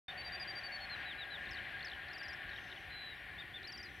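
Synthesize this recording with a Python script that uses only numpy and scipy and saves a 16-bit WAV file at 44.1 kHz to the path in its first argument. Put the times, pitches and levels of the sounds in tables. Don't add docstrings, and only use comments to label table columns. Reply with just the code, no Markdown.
import sys
import numpy as np
from scipy import signal
from scipy.fft import rfft, irfft
from scipy.io import wavfile
from scipy.ndimage import uniform_filter1d

SR = 44100
rng = np.random.default_rng(int(sys.argv[2]) if len(sys.argv) > 2 else 0)


def dump(signal):
    limited = np.clip(np.atleast_2d(signal).T, -1, 1)
    pcm = np.round(limited * 32767).astype(np.int16)
    wavfile.write(sys.argv[1], SR, pcm)


N = 176400


def amp(db):
    return 10 ** (np.asarray(db) / 20)


def unit(x):
    return x / np.sqrt(np.mean(x ** 2) + 1e-20)


def add(mix, start, sound):
    part = mix[max(round(start * SR), 0):][:len(sound)]
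    part += sound[:len(part)]


def pan(left_db):
    return amp(np.array([[left_db], [-left_db]]) / 2)


def eq_curve(points, hz):
    f, db = np.transpose(points)
    return amp(np.interp(np.log(hz + 1), np.log(f), db))


def resonances(peaks, hz):
    return np.sqrt(sum((amp(db) / (1 + ((hz - f) / (.78 * width)) ** 2)) ** 2 for f, width, db in peaks))


def fader(points):
    times, db = np.transpose(points)
    return amp(np.interp(np.arange(N) / SR, times, db))


def noise(colour, correlation, patchy_db, flutter_db):
    frames, bins = N // 256 + 9, 513
    a, b, c, d, patches = rng.standard_normal((5, frames, bins))
    patches = uniform_filter1d(patches, size=14, axis=0)
    patches = unit(uniform_filter1d(patches, size=8, axis=1))
    flutter = unit(uniform_filter1d(rng.standard_normal((frames, 1)), size=6, axis=0))
    spectra = np.array([a + 1j * b, c + 1j * d]) * amp(patchy_db * patches + flutter_db * flutter)
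    white = signal.istft(spectra.swapaxes(1, 2), nperseg=1024, noverlap=768)[1][:, :N]
    mid, side = irfft(rfft(white) * colour(np.fft.rfftfreq(N, 1 / SR)), N)
    side *= np.sqrt((1 - correlation) / (1 + correlation))
    return unit(np.array([mid + side, mid - side]))


def clock(length):
    t = np.arange(0, length, 1 / SR)
    return t, t / length


def fades(t, attack, release):
    return np.sin(np.pi / 2 * np.clip(np.minimum(t / attack, (t[-1] - t) / release), 0, 1)) ** 2


def jitter(samples, smoothing):
    return np.resize(unit(uniform_filter1d(rng.standard_normal(SR // 4), size=smoothing)), samples)


# f/Hz, level/dB
WIND_EQ = [(15, -41), (30, -19), (50, -2), (65, 1.5), (105, -2), (160, -7), (280, -13.5), (370, -7.5),
           (480, -17), (700, -26.5), (1500, -52), (6000, -47), (8500, -37), (10000, -78)]
# t/s, level/dB
WIND_FADER = [(0, -60), (1.3, -62), (1.5, -55.5), (1.7, -60), (3.3, -60.5), (4, -58)]


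def wind():
    rumble = noise(lambda hz: eq_curve(WIND_EQ, hz), correlation=.79, patchy_db=1.23, flutter_db=.5)
    return pan(left_db=-1.3) * fader(WIND_FADER) * rumble


# f/Hz, level/dB
BODY_EQ = [(100, -21), (300, -18.5), (490, -23.5), (900, -19.5), (1290, -19), (1560, -15.5), (1740, -4.5),
           (2100, -6.5), (2600, -12.5), (3000, -12), (3300, -14.5), (3800, -20), (4300, -22.5), (5100, -36),
           (6300, -51.5), (9000, -44), (10500, -75)]
# f/Hz, width/Hz, level/dB
BODY_PEAKS = [(1110, 147, -16.5), (1455, 71, -6.5), (1800, 196, -2), (2400, 165, -10), (2790, 99, -12.5)]
LOW_PEAKS = [(578, 60, -7.5), (752.4, 88, -2), (1083, 68, -12)]
HOWL_PEAK = [(1630, 18, 0)]
# t/s, level/dB
BODY_FADER = [(.1, -50), (.45, -49), (.75, -50), (1.02, -46.5), (1.2, -50.5), (1.7, -48), (2.03, -50.4),
              (2.3, -49.5), (2.9, -51.5), (4, -54)]
LOW_FADER = [(.1, -56.5), (.95, -58), (1.1, -60), (1.5, -59.5), (2.3, -61), (3.2, -64.5), (4, -66)]
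HOWL_FADER = [(.1, -65), (.5, -55.5), (.9, -55), (1.25, -51.5), (1.55, -55.5), (1.8, -52), (2.05, -56.5),
              (2.3, -52), (2.6, -60), (3.1, -63), (4, -75)]


def traffic():
    body = noise(lambda hz: np.hypot(eq_curve(BODY_EQ, hz), resonances(BODY_PEAKS, hz)),
                 correlation=.98, patchy_db=1.15, flutter_db=.27)
    low = noise(lambda hz: resonances(LOW_PEAKS, hz), correlation=.88, patchy_db=.03, flutter_db=.5)
    howl = noise(lambda hz: resonances(HOWL_PEAK, hz), correlation=.93, patchy_db=.8, flutter_db=2.7)
    upper = amp(1) * fader(BODY_FADER) * body + fader(HOWL_FADER) * howl
    return pan(left_db=3.5) * upper + pan(left_db=1.3) * fader(LOW_FADER) * low


# t/s, level/dB
TWITTER_FADER = [(.1, -75), (.18, -86), (.37, -88), (.5, -76), (.78, -76), (.92, -88), (1.0, -80),
                 (1.1, -101), (1.3, -86), (1.42, -77), (2.08, -85), (2.2, -90), (2.45, -88), (2.56, -74),
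                 (2.87, -78.5), (2.96, -96), (3.6, -83), (4, -78.5)]


def twitter(centre_hz=5640, width_hz=530):
    band = noise(lambda hz: np.exp(-((hz - centre_hz) / width_hz) ** 2 / 2),
                 correlation=.88, patchy_db=4, flutter_db=0)
    return fader(TWITTER_FADER) * band


# f/Hz, level/dB
OCTAVE_EQ = [(6000, -46), (8300, -42), (9200, -29), (11000, -41)]


def syrinx(hz, gain, waver=.0033):
    phase = 2 * np.pi * np.cumsum(hz * (1 + waver * jitter(len(hz), smoothing=120))) / SR
    octave = eq_curve(OCTAVE_EQ, 2 * hz) * np.sin(2 * phase)
    return np.sqrt(2) * gain * (np.sin(phase) + octave)


# t/s, length/s, from f/Hz, to f/Hz, level/dB
FAR_CUES = [(.07, .08, 4580, 4400, -67), (.21, 0.22, 4250, 3380, -62.5), (3.14, .11, 5250, 5680, -80),
            (3.385, 0.038, 4600, 4780, -65), (3.76, 0.049, 3280, 3240, -63), (3.85, 0.053, 4400, 3850, -60)]


def far_calls(bus):
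    for start, length, from_hz, to_hz, db in FAR_CUES:
        t, u = clock(length)
        pitch = from_hz + (to_hz - from_hz) * u ** .65
        add(bus, start, syrinx(pitch, amp(db - 2.5 * u) * fades(t, .015, .034)))


# t/s, length/s, from f/Hz, to f/Hz, level/dB
SLUR_CUES = [(1.508, 0.019, 7100, 4980, -54.5), (1.845, .018, 7040, 4950, -51.5),
             (2.083, 0.0074, 7030, 3100, -54), (2.097, 0.025, 3400, 4300, -60),
             (3.628, 0.0092, 6940, 2900, -52.5), (3.638, .024, 2820, 4240, -51)]


def lark_slurs(bus, settle_s=.0038):
    for start, length, from_hz, to_hz, db in SLUR_CUES:
        t, _ = clock(length)
        pitch = to_hz + (from_hz - to_hz) * np.exp(-t / settle_s)
        add(bus, start, syrinx(pitch, amp(db) * fades(t, .0059, .0038)))


# t/s, length/s, flick f/Hz, held f/Hz, level/dB
HOOK_CUES = [(2.130, 0.032, 5540, 4630, -56.5), (2.178, 0.04, 5630, 4700, -57),
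             (2.229, 0.037, 5600, 4790, -56), (2.280, 0.036, 5730, 4800, -55.5),
             (2.329, 0.016, 5660, 5030, -58.5), (3.672, 0.035, 5410, 4580, -51),
             (3.720, 0.045, 5700, 4680, -52.5), (3.774, 0.044, 5680, 4750, -54),
             (3.827, 0.035, 5750, 4820, -55)]


def lark_hooks(bus, flick_at_s=.0056, flick_width_s=.00355, sag_hz_per_s=3400):
    for start, length, flick_hz, held_hz, db in HOOK_CUES:
        t, _ = clock(length)
        flick = 1 / (1 + ((t - flick_at_s) / flick_width_s) ** 2) ** 1.5
        held = held_hz - sag_hz_per_s * (t - length * .6)
        pitch = held + (flick_hz - held) * flick
        add(bus, start, syrinx(pitch, amp(db) * fades(t, .0022, .0022)))


# centre t/s, f/Hz, level/dB
PIP_CUES = [(1.457, 4220, -56), (1.471, 3600, -50.5), (1.493, 4080, -51), (1.534, 4680, -52),
            (1.547, 4370, -49.5), (1.559, 4000, -54.5), (1.574, 3620, -48), (1.589, 3090, -47),
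            (1.795, 4200, -54.5), (1.809, 3540, -47.5), (1.830, 4230, -47.5), (1.871, 4560, -48),
            (1.885, 4330, -48.5), (1.900, 3970, -49.5), (1.918, 3560, -46), (1.935, 3170, -46),
            (1.952, 2940, -49), (2.493, 4350, -59), (2.501, 4100, -56), (2.516, 3790, -53),
            (2.525, 3950, -57), (2.534, 3720, -51.5), (2.564, 3710, -49), (2.580, 3150, -49.5),
            (2.59, 2730, -48), (2.701, 4000, -55.5), (2.718, 3720, -51), (2.728, 3620, -49.5),
            (2.764, 3360, -50), (2.779, 3000, -48)]


def lark_pips(bus, length_s=.0095, rise=.13, scratch=.029):
    t, u = clock(length_s)
    for centre, hz, db in PIP_CUES:
        pitch = hz * (1 + rise * (u - .5) + scratch * jitter(len(t), smoothing=40))
        add(bus, centre - length_s / 2, syrinx(pitch, amp(db) * np.sin(np.pi * u) ** 2))


# t/s, length/s, pulse period/s, middle f/Hz, fall/ratio, arch/ratio, level/dB
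PULSED_CUES = [(.065, 0.052, .0165, 3640, 0, 0.016, -45.5), (2.899, 0.25, 0.018, 4005, .075, 0.0066, -50.5),
               (3.379, 0.048, 0.019, 3680, 0.028, 0.096, -48.5),
               (3.535, .050, 0.021, 3600, 0.012, 0.077, -47)]


def lark_pulses(bus, gap_s=.00177, gap_sag=.0347, ends_db=-12.5):
    for start, length, period, hz, fall, arch, db in PULSED_CUES:
        t, u = clock(length)
        from_middle = 2 * u - 1
        to_gap = abs((t + period / 2) % period - period / 2)
        gate = (1 - np.exp(-(to_gap / gap_s) ** 2)) * fades(t, .0028, .0026)
        drop = fall * (.296 * from_middle + .69 * np.maximum(from_middle, 0) ** 6)
        pitch = hz * (1 - drop - arch * from_middle ** 2 - gap_sag * np.exp(-to_gap / gap_s))
        add(bus, start, syrinx(pitch, gate * amp(db + ends_db * from_middle ** 4)))


# t/s, length/s, f/Hz, final droop/ratio, level/dB
WHISTLE_CUES = [(.173, 0.054, 4590, 0.013, -49), (.245, 0.052, 4710, 0.019, -48.5),
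                (.319, 0.052, 4720, .028, -47.5), (.395, 0.051, 4870, 0.065, -46),
                (.473, 0.051, 4766, 0.038, -47), (.551, 0.054, 4744, 0.046, -47.5),
                (.633, 0.053, 4620, 0.033, -48), (.717, 0.059, 4490, 0.023, -48),
                (.801, 0.06, 4376, 0.023, -51), (.894, 0.064, 4270, .13, -48.5),
                (1.054, 0.088, 4110, 0.37, -51), (1.180, .069, 4060, 0.25, -49),
                (1.301, 0.076, 4150, 0.31, -50)]


def lark_whistles(bus, swell_db=7.5):
    for start, length, hz, droop, db in WHISTLE_CUES:
        t, u = clock(length)
        scoop = (.015 + .198 * droop) * np.exp(-u / .096)
        sag = droop * (.325 * u + .675 * u ** 4.01)
        gain = amp(db + swell_db * (u - .5)) * fades(t, .005, .018)
        add(bus, start, syrinx(hz * (1 - scoop - sag), gain))


def birds(echo_db=-19, echo_t60_s=.32):
    bus = np.zeros(N)
    for voice in far_calls, lark_slurs, lark_hooks, lark_pips, lark_pulses, lark_whistles:
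        voice(bus)
    t = np.arange(SR // 2) / SR
    tail = rng.standard_normal((2, len(t))) * amp(-60 * t / echo_t60_s)
    echo = signal.fftconvolve(bus[None], tail / np.linalg.norm(tail[0]), axes=1)[:, :N]
    return pan(left_db=1) * (bus + amp(echo_db) * echo)


def scene():
    return wind() + traffic() + twitter() + birds()


# f/Hz, level/dB
HISS_EQ = [(3000, -5.5), (8900, -8), (9250, 1), (12000, 2), (14000, -2.5), (16400, -9.5)]


def record(dry, open_at_s=.081, cutoff_hz=16450):
    hiss = noise(lambda hz: eq_curve(HISS_EQ, hz), correlation=.993, patchy_db=.3, flutter_db=.2)
    fade_in = np.clip((np.arange(N) / SR - open_at_s) / .001, 0, 1)
    lowpass = signal.firwin(511, cutoff_hz, window=("kaiser", 9), fs=SR)
    return signal.oaconvolve((dry + amp(-76.5) * hiss) * fade_in, lowpass[None], "same")


dry = scene()
out = record(dry)
dump(out)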